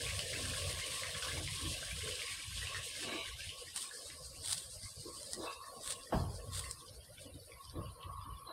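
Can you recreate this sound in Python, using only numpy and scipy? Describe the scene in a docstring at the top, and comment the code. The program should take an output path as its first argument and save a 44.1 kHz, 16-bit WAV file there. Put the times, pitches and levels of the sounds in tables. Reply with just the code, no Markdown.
"""A garden with gritty paving: a small rock fountain spatters, plinks and gurgles close to the microphone.
Random tiny impacts make its splash and spray; ringing air pockets make its bubbles and large drops.
Someone carrying a camera walks away, so the water fades behind bursts and cracks of grit under the shoes.
Bumps and finger rubs ring the casing, breeze and puffs rumble on the microphone and a hollow drone wavers.
Faint ticks and pings stay steady; the camera's noise suppressor thins out the quiet parts."""
import sys
import numpy as np
from scipy import signal
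from scipy.fft import rfft, irfft
from scipy.io import wavfile
from scipy.ndimage import uniform_filter1d

SR = 44100
rng = np.random.default_rng(int(sys.argv[2]) if len(sys.argv) > 2 else 0)


def unload_audio(sound):
    """Save the sound as a 16-bit wav file, at the path given as the first command line argument."""
    columns = np.transpose(np.atleast_2d(sound))
    # keep every value between -1 and 1, then stretch to whole-number steps
    steps = np.round(np.clip(columns, -1, 1) * 32767)
    wavfile.write(sys.argv[1], SR, steps.astype(np.int16))


N = 375732
TIME = np.arange(N) / SR


def from_db(db):
    """Decibels to amplitude gain."""
    return 10 ** (np.asarray(db) / 20)


def rms_one(x):
    """Scale to unit power."""
    return x / np.sqrt(np.mean(x ** 2) + 1e-20)


def decay(age, t60):
    """Exponential decay that falls 60 dB in t60."""
    return np.exp(-np.log(1000) * age / t60)


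def level_over_time(rows):
    """Straight lines between (start_s, level_db) points."""
    start_s, level_db = np.transpose(rows)
    return np.interp(TIME, start_s, level_db)


def drift(rate):
    """Random wavering of unit power, with a new target this many times a second."""
    return rms_one(np.interp(TIME * rate, np.arange(4096), rng.standard_normal(4096)))


def hump(s, half_length):
    """A smooth rise and fall, 1 at time s and 1/e at half_length either side."""
    return np.exp(-np.minimum(((TIME - s) / half_length) ** 2, 50))


def add(track, s, sound):
    """Mix a short sound in at time s."""
    at = int(np.clip(s * SR, 0, N - 1))
    track[at:at + len(sound)] += sound[:N - at]


def swell(s, rise, t60):
    """Rises to 1 at time s, then dies away."""
    out = np.zeros(N)
    age = TIME[:SR] - 4 * rise
    attack = np.exp(-(np.minimum(age, 0) / rise) ** 2)
    add(out, s + age[0], np.where(age < 0, attack, decay(np.abs(age), t60)))
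    return out


def colour(x, spectrum, size=8192):
    """Causal (minimum-phase) filter with the given spectrum."""
    hz, db = np.transpose(spectrum)
    bins = np.maximum(np.arange(size // 2 + 1) * SR / size, 1)
    cepstrum = irfft(np.log(from_db(np.interp(np.log(bins), np.log(hz), db))))
    # folding the cepstrum forward gives minimum phase
    cepstrum[1:size // 2] *= 2
    cepstrum[size // 2 + 1:] = 0
    impulse_response = irfft(np.exp(rfft(cepstrum)))
    return signal.oaconvolve(x, impulse_response)[:len(x)]


def hiss(spectrum):
    """Smooth coloured noise of unit power."""
    return rms_one(colour(rng.standard_normal(N), spectrum))


def grains(per_s, spread_db):
    """Random tiny impacts: many small ones and a few large, at unit power."""
    sizes = from_db(spread_db * np.minimum(rng.exponential(1, N), 4.5))
    signs = rng.choice([-1, 1], N)
    struck = rng.random(N) < per_s / SR
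    return rms_one(sizes * signs * struck)


def resonate(x, hz, q):
    """A steep-sided resonance: the same peak filter twice, at unit power."""
    b, a = signal.iirpeak(hz, q, fs=SR)
    once = signal.lfilter(b, a, x)
    return rms_one(signal.lfilter(b, a, once))


def ring(modes):
    """Modes struck together, each dying at its own rate."""
    age = TIME[:SR // 2]
    return sum(from_db(db) * np.sin(2 * np.pi * hz * age) * decay(age, t60) for hz, db, t60 in modes)


def bubble(hz, cycles, glide):
    """A trapped air pocket rings and rises in pitch as it nears the surface."""
    life = np.arange(int(cycles / hz * SR) + 2) * hz / SR / cycles   # reaches 1 as it falls 60 dB
    return np.sin(2 * np.pi * cycles * life * (1 + glide * life / 2)) * decay(life, 1)


def bubble_cloud(per_s, low_hz, high_hz, cycles, spread_db, glide):
    """Rising pings born at random at a changing rate, scaled to unit power."""
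    out = np.zeros(N)
    born = np.flatnonzero(rng.random(N) < per_s / SR)
    for at, (pitch, size, life) in zip(born, rng.random((len(born), 3))):
        gain = from_db(-spread_db * np.log(size + 0.027)) / np.sqrt(per_s[at])   # rarer bubbles are louder
        hz = low_hz * (high_hz / low_hz) ** pitch
        add(out, at / SR, gain * bubble(hz, cycles * (.5 + life), glide))
    return rms_one(out)


def scatter(x, wet_db, t60):
    """Adds a short noisy tail, as from nearby hard surfaces, which starts after 3 ms."""
    age = TIME[:SR // 3]
    tail = rng.standard_normal(len(age)) * decay(age, t60) * (age > .003)
    wet = from_db(wet_db)
    echoes = signal.fftconvolve(x, tail / np.linalg.norm(tail))[:N]
    return (x + wet * echoes) / np.sqrt(1 + wet ** 2)


# water heard from the walker's distance: start_s, level_db
WATER_LEVEL = [(0.0, -44), (3.08, -47), (3.25, -52), (5.43, -53), (5.6, -58), (6.43, -57.5), (6.64, -55.5),
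               (7.0, -59.5), (8.52, -65.5)]
NEAR_DB = -45.5   # the level in that table that counts as beside the basin


def faded_db():
    """How far the water has faded from its level beside the basin."""
    return level_over_time(WATER_LEVEL) - NEAR_DB


HIDDEN_AT_S, HIDING_S = 3.65, .12   # middle and time constant of the basin going out of sight


def hidden():
    """Share of the basin that is out of sight, 0 to 1."""
    return (1 + np.tanh((TIME - HIDDEN_AT_S) / HIDING_S / 2)) / 2


# spatter with the basin in view: pitch_hz, level_db (per Hz)
NEAR_SPLASH = [(1500, -27), (2300, -1.5), (2900, 9.5), (3700, 9), (5000, 10), (5900, 4), (7000, -11),
               (9000, -21), (14000, -55)]
# spatter with the basin out of sight: pitch_hz, level_db (per Hz)
FAR_SPLASH = [(1500, -20), (2400, -28), (3000, 1), (3700, 5.5), (4200, 12), (4800, 15.5), (5400, 10.5),
              (6000, 4.5), (7000, -3.5), (9000, 11.5), (14000, -61.5)]
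# fine spray: pitch_hz, level_db (per Hz)
SPRAY = [(4500, -39), (6500, -3.5), (7400, -5.5), (8400, 2), (9200, 1), (10500, -5), (12000, -12),
         (13500, -21), (16000, -23.5)]
# each part of the water: level_db beside the basin, dB lost per dB that the water fades
SPLASH_DB, SPLASH_FADE = -47, 0.53
SPRAY_DB, SPRAY_FADE = -47.5, 0.68
BUBBLES_DB, BUBBLES_FADE = -48.5, .6
CHURN_DB = -56   # short-lived bubbles, faded like the others
HIDDEN_DB = -16   # extra muffling of bubbles out of sight
GUSH_DB, GUSHES_PER_S = -0.67, 17   # the flow surges unevenly
LULL_DB, LULLS_PER_S = 3.5, 14   # bubbles come in clusters with lulls between


def fountain():
    """Water lands in uneven gushes that spatter, throw spray and trap bubbles."""
    far_db, behind = faded_db(), hidden()
    surge_db = GUSH_DB * drift(GUSHES_PER_S)
    gush_db = 0.98 * drift(45) + .5 * surge_db

    near = rms_one(colour(grains(per_s=7000, spread_db=2.5), NEAR_SPLASH))
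    far = rms_one(colour(grains(per_s=7000, spread_db=2.5), FAR_SPLASH))
    spatter = near * np.sqrt(1 - behind) + far * np.sqrt(behind)
    splash = spatter * from_db(SPLASH_DB + SPLASH_FADE * far_db + gush_db)
    mist = rms_one(colour(grains(per_s=17000, spread_db=3.0), SPRAY))
    spray = mist * from_db(SPRAY_DB + SPRAY_FADE * far_db + 1.14 * gush_db)

    muffled_db = BUBBLES_FADE * far_db + HIDDEN_DB * behind
    per_s = 900 * from_db(.7 * np.minimum(muffled_db, 3))   # from afar only a few bubbles stand out
    small = bubble_cloud(per_s, low_hz=2082, high_hz=3670, cycles=111, spread_db=11.5, glide=0.232)
    large = bubble_cloud(per_s * .3, low_hz=1527, high_hz=2142, cycles=143, spread_db=10.0, glide=0.165)
    # out of sight, the small bubbles are muffled more than the large
    plinks = from_db(-5.0) * small + from_db(-12.0 + 9.8 * behind) * large
    plinks = plinks * from_db(BUBBLES_DB + muffled_db + surge_db)
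    churn = bubble_cloud(per_s * .4, low_hz=1500, high_hz=3600, cycles=24, spread_db=6.0, glide=0.15)
    churn = churn * from_db(CHURN_DB + muffled_db + gush_db)
    lull = rms_one(from_db(LULL_DB * np.minimum(drift(LULLS_PER_S), .5)))
    return splash + spray + scatter(lull * (plinks + churn), wet_db=-4.0, t60=0.11)


TICKS_DB = -63.5
PINGS_PER_S, PINGS_DB = 110, -63.5


def faint_pings():
    """Sparse faint ticks and brief high pings with a short tail, at a steady level."""
    ticks = rms_one(colour(grains(per_s=140, spread_db=7.0), FAR_SPLASH))
    pings = bubble_cloud(np.full(N, PINGS_PER_S), low_hz=2700, high_hz=5400, cycles=110,
                         spread_db=3.0, glide=0.03)
    return scatter(from_db(TICKS_DB) * ticks + from_db(PINGS_DB) * pings, wet_db=-6.0, t60=0.22)


# basin gurgle: pitch_hz, level_db (per Hz)
GURGLE = [(150, -5.5), (240, -3.5), (320, -9), (380, -8), (490, 5.5), (640, 1), (760, -6.5), (860, -48),
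          (1400, -19), (2500, -23)]
# basin gurgle at the microphone: start_s, level_db
GURGLE_LEVEL = [(0, -54.5), (.6, -54.5), (2.1, -58.5), (2.4, -64.5), (2.7, -58.5), (3.6, -59.5),
                (4.2, -57.5), (4.6, -60.5), (6.0, -59), (7.0, -61), (7.6, -59.5), (8.52, -62)]
# hollow drone: pitch_hz, level_db (per Hz)
DRONE = [(700, -44), (920, -9), (1030, 0), (1100, 7.5), (1170, -1), (1290, -9.5), (1600, -42)]
# hollow drone at the microphone: start_s, level_db
DRONE_LEVEL = [(0, -57), (1.4, -56.5), (2.2, -59.5), (3.2, -60), (3.5, -61.5), (4.3, -63), (5.3, -63.5),
               (5.5, -52.5), (5.8, -57.5), (6.1, -58), (6.45, -61), (6.58, -56), (6.7, -60), (6.82, -59.5),
               (7.05, -66.5), (7.7, -59), (7.87, -53.5), (8.52, -55.5)]
# outdoor hush: pitch_hz, level_db (per Hz)
AIR = [(100, 2.5), (500, -11), (1500, -14), (2200, -18.5), (4700, -16), (7000, -52), (9200, -5.5),
       (13000, -18), (16000, -42.5)]
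AIR_DB = -50
GURGLE_WAVER_DB, DRONE_WAVER_DB = 1.5, 2.4   # typical wavering


def surroundings():
    """Bubbles and coloured noise gurgle in the basin; noise makes a wavering drone and a faint hush."""
    glugs = bubble_cloud(np.full(N, 200.), low_hz=254.4, high_hz=865, cycles=37.4, spread_db=1.0, glide=0.32)
    gurgle = rms_one(colour(glugs, GURGLE)) * 0.86 + hiss(GURGLE) * 1.03
    gurgle_db = level_over_time(GURGLE_LEVEL) + GURGLE_WAVER_DB * drift(9)
    drone_db = level_over_time(DRONE_LEVEL) + DRONE_WAVER_DB * drift(9.2)
    return gurgle * from_db(gurgle_db) + hiss(DRONE) * from_db(drone_db) + hiss(AIR) * from_db(AIR_DB)


# wind rumble on the microphone: pitch_hz, level_db (per Hz)
RUMBLE = [(20, -48), (36, -26), (50, -1.5), (62, 4), (74, -3), (91, 5.5), (112, -6.5), (150, -4.5),
          (200, -27), (400, -47), (1000, -62)]
# breeze between puffs: start_s, level_db
BREEZE = [(0, -60), (1.15, -52), (1.6, -52.5), (2.25, -57.5), (3.4, -53), (3.8, -60.5), (4.3, -55.5),
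          (5.35, -54), (5.65, -63), (6.4, -55), (6.9, -59), (8.52, -55.5)]
# puffs of air on the microphone: peak_s, level_db, half_length_s
PUFFS = [(0.115, -45.5, 0.13), (0.517, -43.5, 0.24), (1.004, -48, 0.066), (1.443, -44, 0.12),
         (1.673, -41, 0.046), (1.97, -47.5, 0.2), (2.62, -50, 0.3), (4.21, -52.5, 0.12), (6.562, -48, 0.15),
         (7.102, -53.5, 0.12), (7.362, -51.5, 0.052), (8.003, -52.5, 0.48)]
BREEZE_WAVER_DB = -0.2


def wind():
    """A light breeze rumbles on the microphone, and the power of each puff adds to it."""
    breeze = from_db(level_over_time(BREEZE) + BREEZE_WAVER_DB * drift(3.65))
    puffs = sum((from_db(db) * hump(s, half_length)) ** 2 for s, db, half_length in PUFFS)
    return hiss(RUMBLE) * np.sqrt(breeze ** 2 + puffs)


# large drops in the basin, before echoes: start_s, bubble_db (nominal peak), pitch_hz, slap_db
PLOPS = [(.065, -30, 2400, -50), (0.193, -33, 2870, -34), (0.332, -32.5, 2050, -35),
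         (0.536, -34, 1636, -52), (0.618, -33, 2670, -46), (0.694, -37, 2080, -43),
         (0.791, -34.5, 1860, -52), (0.841, -33, 2880, -39), (1.034, -28, 2040, -42),
         (1.148, -34, 1680, -48), (1.224, -33.5, 1470, -34), (1.248, -35.5, 1100, -32),
         (1.284, -32, 1640, -45), (1.476, -31, 2120, -38), (1.654, -30, 3190, -52), (2.12, -31, 2870, -46),
         (2.193, -31.5, 2720, -51), (2.218, -32, 2190, -46), (2.279, -34.5, 2060, -50),
         (2.671, -32, 2740, -35), (2.746, -28, 1815, -34.5), (2.763, -33.5, 2600, -44),
         (3.406, -33.5, 2700, -41.5), (3.492, -31, 2970, -57), (3.912, -38.5, 1646, -61),
         (4.101, -42.5, 2000, -38), (5.641, -45.5, 1740, -65), (6.64, -39, 2000, -58),
         (7.182, -52, 2670, -41), (7.519, -42.5, 2220, -60), (8.029, -44, 2870, -40.5)]
# slap of a drop: pitch_hz, level_db (per Hz)
SLAP = [(700, -27), (1400, -11.5), (2800, 1), (5200, -3), (7000, -21), (14000, -60)]
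SLAP_T60_S = 0.022
FROTH_DB, FROTH_Q, FROTH_T60_S = -16, 2.8, 0.14   # froth, level against the bubble
# smaller bubbles each drop throws off: count, level against the bubble, typical delay and pitch spread
SATELLITES, SATELLITE_DB, SATELLITE_DELAY_S, SATELLITE_OCTAVES = 4, -18.5, 0.021, 0.16


def plops():
    """A large drop slaps the surface and leaves a ringing bubble, with froth and smaller bubbles."""
    out, age = np.zeros(N), TIME[:SR // 10]
    smack = hiss(SLAP)
    for s, bubble_db, hz, slap_db in PLOPS:
        slap = smack[int(s * SR):][:len(age)]
        add(out, s, from_db(slap_db) * slap * decay(age[:len(slap)], SLAP_T60_S))
        add(out, s, from_db(bubble_db) * bubble(hz, cycles=46, glide=0.18))
        froth = resonate(rng.standard_normal(len(age)), hz, FROTH_Q)
        add(out, s, from_db(bubble_db + FROTH_DB) * froth * decay(age, FROTH_T60_S))
        for delay, octaves in rng.standard_normal(size=(SATELLITES, 2)):
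            satellite = bubble(hz * 2 ** (SATELLITE_OCTAVES * octaves), cycles=40, glide=0.067)
            add(out, s + SATELLITE_DELAY_S * abs(delay), from_db(bubble_db + SATELLITE_DB) * satellite)
    return scatter(out, wet_db=1.0, t60=0.25)


# low gulps of water: peak_s, level_db, pitch_hz
GULPS = [(.17, -54.5, 580), (.35, -53.5, 307), (.43, -52.5, 266), (1.39, -51, 316), (1.642, -48.5, 303),
         (2.071, -46.5, 426), (5.073, -50.5, 348), (5.211, -54, 554), (5.745, -57.5, 845), (7.29, -53, 267),
         (7.77, -50, 329)]
GULP_Q = 4.1   # of each of the two passes through the hollow's resonance


def gulps():
    """Churning water briefly sounds a hollow between the rocks."""
    out, churn = np.zeros(N), hiss(GURGLE)
    for s, db, hz in GULPS:
        hollow = resonate(churn, hz, GULP_Q)
        out += hollow * from_db(db) * swell(s, rise=0.035, t60=0.56)
    return out


# grit cracking under a sole, before echoes: start_s, snap_db (peak), crumble_db
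CRACKS = [(.192, -24, -31), (.729, -27, -40), (1.614, -32, -41), (2.864, -40, -41), (3.762, -26, -34),
          (4.441, -31, -45), (4.457, -37, -39), (4.46, -24, -33), (4.4843, -24, -39), (4.527, -33, -35),
          (4.530, -19, -25), (4.537, -39, -48), (4.58, -30, -33), (5.231, -28, -42), (5.3337, -19.5, -39),
          (5.346, -29, -50), (5.846, -42, -43), (5.856, -39, -43), (6.556, -27, -42), (6.7115, -30, -29)]
# crack of grit: pitch_hz, level_db (per Hz)
CRACK = [(1000, -3), (2800, -12.5), (3700, 3), (4800, 9), (6400, -1), (8700, 11.5), (10500, 1),
         (13000, -23), (16000, -9)]
CRUMBLE_T60_S = 0.0074


def cracks():
    """A grain of grit snaps sharply and crumbles for a few milliseconds."""
    out, age = np.zeros(N), TIME[:SR // 50]
    snap = colour(signal.unit_impulse(len(age)), CRACK)
    crumbs = hiss(CRACK)
    for s, snap_db, crumble_db in CRACKS:
        add(out, s, from_db(snap_db) * snap / np.abs(snap).max())
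        crumble = crumbs[int(s * SR):][:len(age)] * decay(age, CRUMBLE_T60_S)
        add(out, s, from_db(crumble_db) * crumble)
    return scatter(out, wet_db=-10, t60=0.015)


# bumps on the camera, levels relative to one another: start_s, thud_db, knock_db, rise_s
BUMPS = [(1.38, -57, -64, 0.025), (1.625, -61, -76, 0.0049), (6.127, -31.5, -45, 0.0033),
         (7.74, -43.5, -72, 0.009)]
# noise of the knock: pitch_hz, level_db (per Hz)
KNOCK = [(100, -5), (280, 5), (700, 6.5), (1150, 1), (1450, -11), (1700, -5), (2100, -19), (3200, -13.5),
         (5000, -30), (9000, -32)]
# noise of the thud: pitch_hz, level_db (per Hz)
THUD = [(25, -39), (48, 1), (65, 1.5), (120, -5.5), (170, -7), (230, -17.5), (500, -20), (1100, -24),
        (2500, -55)]
# ring of the casing: pitch_hz, level_db, t60_s
CASING = [(470, -8, .12), (644, 3, 0.33), (740, -2, 0.2), (873, -4, 0.14), (1097, -10, 0.61),
          (1630, -24, 0.17)]
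# deep modes of the thud: pitch_hz, level_db, t60_s
THUD_MODES = [(63.2, -6, 0.55), (92.2, 0, 0.55), (130, 1, 0.32), (169, -6, 0.28)]
THUD_LAG_S = 0.02386   # after the knock


def handling():
    """A bump rattles and rings the casing briefly; a deep thud follows just after and lasts longer."""
    knock = sum(from_db(db) * swell(s, rise, t60=0.29) for s, _, db, rise in BUMPS)
    thud = sum(from_db(db) * swell(s + THUD_LAG_S, rise=0.012, t60=0.88) for s, db, _, _ in BUMPS)
    out = hiss(KNOCK) * knock * from_db(12.5) + hiss(THUD) * thud * from_db(-1.5)
    for s, thud_db, knock_db, rise in BUMPS:
        softness = np.exp(-rise / 0.0072)   # soft contacts hardly ring
        add(out, s, ring(CASING) * from_db(knock_db + 8.5) * softness)
        add(out, s + THUD_LAG_S, ring(THUD_MODES) * from_db(thud_db - 2.5))
    return out


# fingers sliding on the casing: peak_s, rub_db, half_length_s, bright_hz (at the peak), octaves_per_s, rasp_db
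RUBS = [(3.13, -45, 0.1, 420, 1.8, -45), (5.448, -47.5, 0.09, 610, 19, -70),
        (8.504, -48, 0.03, 860, 5.5, -64)]
# resonances of the rubbed casing: pitch_hz, level_db, q (of each of two passes)
RUB_MODES = [(239, -5, 6.7), (331, -0.5, 3.1), (501, -3.5, 4.6), (627, -3, 4), (900, -5, 4),
             (1100, -4, 12.4), (1280, -11, 11), (1620, -12, 9.6), (1900, -26, 7.4)]
# rasp of a sliding finger: pitch_hz, level_db (per Hz)
RASP = [(700, -16), (1130, 5.5), (1350, -25), (1950, -26), (2250, 11), (2680, 0), (2850, 11), (3020, 8),
        (3400, -11), (3900, 10), (4300, -7), (7000, -22)]
# squeaks of the finger: peak_s, level_db, pitch_hz, width_hz (of each of two passes), rise_s, t60_s
SQUEAKS = [(3.02, -55, 2660, 71, .005, .2), (3.09, -55, 3007, 90, .02, 1.1),
           (5.43, -53.5, 3840, 600, .03, 1.2), (5.485, -51, 2650, 140, 0.018, 0.45),
           (8.47, -52.5, 4020, 260, .004, 0.81)]
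RASP_LAG_S = 0.04   # the rasp follows as the finger speeds up
RUB_OCTAVES = 1.17   # spread of the rub around its brightest pitch


def rubs():
    """A finger sticks and slips on the casing; speeding up excites higher resonances, rasps and squeaks."""
    out = np.zeros(N)
    slips = grains(per_s=1800, spread_db=1.5)
    rings = [from_db(db) * resonate(slips, hz, q) for hz, db, q in RUB_MODES]
    rasp = rms_one(colour(slips, RASP))
    for s, db, half_length, bright_hz, octaves_per_s, rasp_db in RUBS:
        bright = np.log2(bright_hz) + octaves_per_s * np.clip(TIME - s, -half_length, half_length)
        rub = sum(mode / (1 + ((np.log2(hz) - bright) / RUB_OCTAVES) ** 2)
                  for mode, (hz, _, _) in zip(rings, RUB_MODES))
        out += from_db(db) * rms_one(rub) * hump(s, half_length)
        out += from_db(rasp_db) * rasp * hump(s + RASP_LAG_S, 1.1 * half_length)
    for s, db, hz, width_hz, rise, t60 in SQUEAKS:
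        out += from_db(db) * resonate(slips, hz, hz / width_hz) * swell(s, rise, t60)
    return out


# soles scuffing grit: full_pressure_s, rise_s, level_db, drag_s, t60_s
SCUFFS = [(3.765, 0.0073, -40.5, 0.02, 0.59), (4.45, 0.014, -41, 0.075, 0.5),
          (4.58, 0.008, -52, 0.026, 0.28), (5.27, 0.3, -55, .01, 0.9), (5.852, 0.02, -44, .05, 0.58),
          (6.535, 0.016, -41.5, 0.046, 0.42)]
# grit under a sole: pitch_hz, level_db (per Hz)
GRIT = [(300, -24), (900, -2), (1900, -0.5), (2500, -5.5), (3500, 7), (4800, 4.5), (6400, -2), (8700, 11.5),
        (10500, 0.5), (13000, -9), (16000, -16)]


def footsteps():
    """Each sole drags a burst of grit over the paving and lifts; the grains give way in clumps."""
    pressure = np.zeros(N)
    for s, rise, db, drag, t60 in SCUFFS:
        press = np.where(TIME < s, hump(s, rise), 1)
        lift_db = -60 * np.clip((TIME - s - drag) / t60, 0, 3)
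        pressure += from_db(db + lift_db) * press
    clumps = grains(per_s=9000, spread_db=4.0) * from_db(4.2 * drift(300))
    crunch = scatter(clumps, wet_db=-6.5, t60=0.092)
    return pressure * rms_one(colour(crunch, GRIT))


def scene():
    """Everything at the one microphone."""
    water = fountain() + plops() + gulps()
    background = faint_pings() + surroundings() + wind()
    walker = cracks() + handling() + rubs() + footsteps()
    return (water + background + walker)[None]


SMOOTH_ABOVE_HZ = 5500   # above this the suppressor works in broad bands


def suppress(x, depth_db, margin_db):
    """Turns down each frequency near its own quietest level, the treble in broad bands."""
    hz, _, spec = signal.stft(x, fs=SR, nperseg=1024, noverlap=768)
    power = uniform_filter1d(np.abs(spec) ** 2, size=3, axis=1)
    power = uniform_filter1d(power, size=7, axis=2)
    floor = np.percentile(power, 15, axis=2, keepdims=True)
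    floor = uniform_filter1d(floor, size=5, axis=1)
    cut = 1 / (1 + (power / (floor * from_db(margin_db) ** 2 + 1e-20)) ** 2)
    fine = from_db(depth_db * cut)
    broad = np.sqrt(np.abs(uniform_filter1d(fine ** 2, size=19, axis=1)))
    gain = np.where(hz[:, None] > SMOOTH_ABOVE_HZ, broad, fine)
    return signal.istft(spec * gain, nperseg=1024, noverlap=768)[1][:, :N]


CUTOFF_HZ = 15750


def record(dry):
    """Noise suppression, then the deepest bass and the top are cut."""
    quiet = suppress(dry, depth_db=-24.5, margin_db=1.0)
    bass_cut = signal.butter(2, 32, "high", fs=SR, output="sos")
    top_cut = signal.ellip(12, .1, 70, CUTOFF_HZ, fs=SR, output="sos")
    return signal.sosfilt(top_cut, signal.sosfilt(bass_cut, quiet))


dry = scene()
out = record(dry)
unload_audio(out)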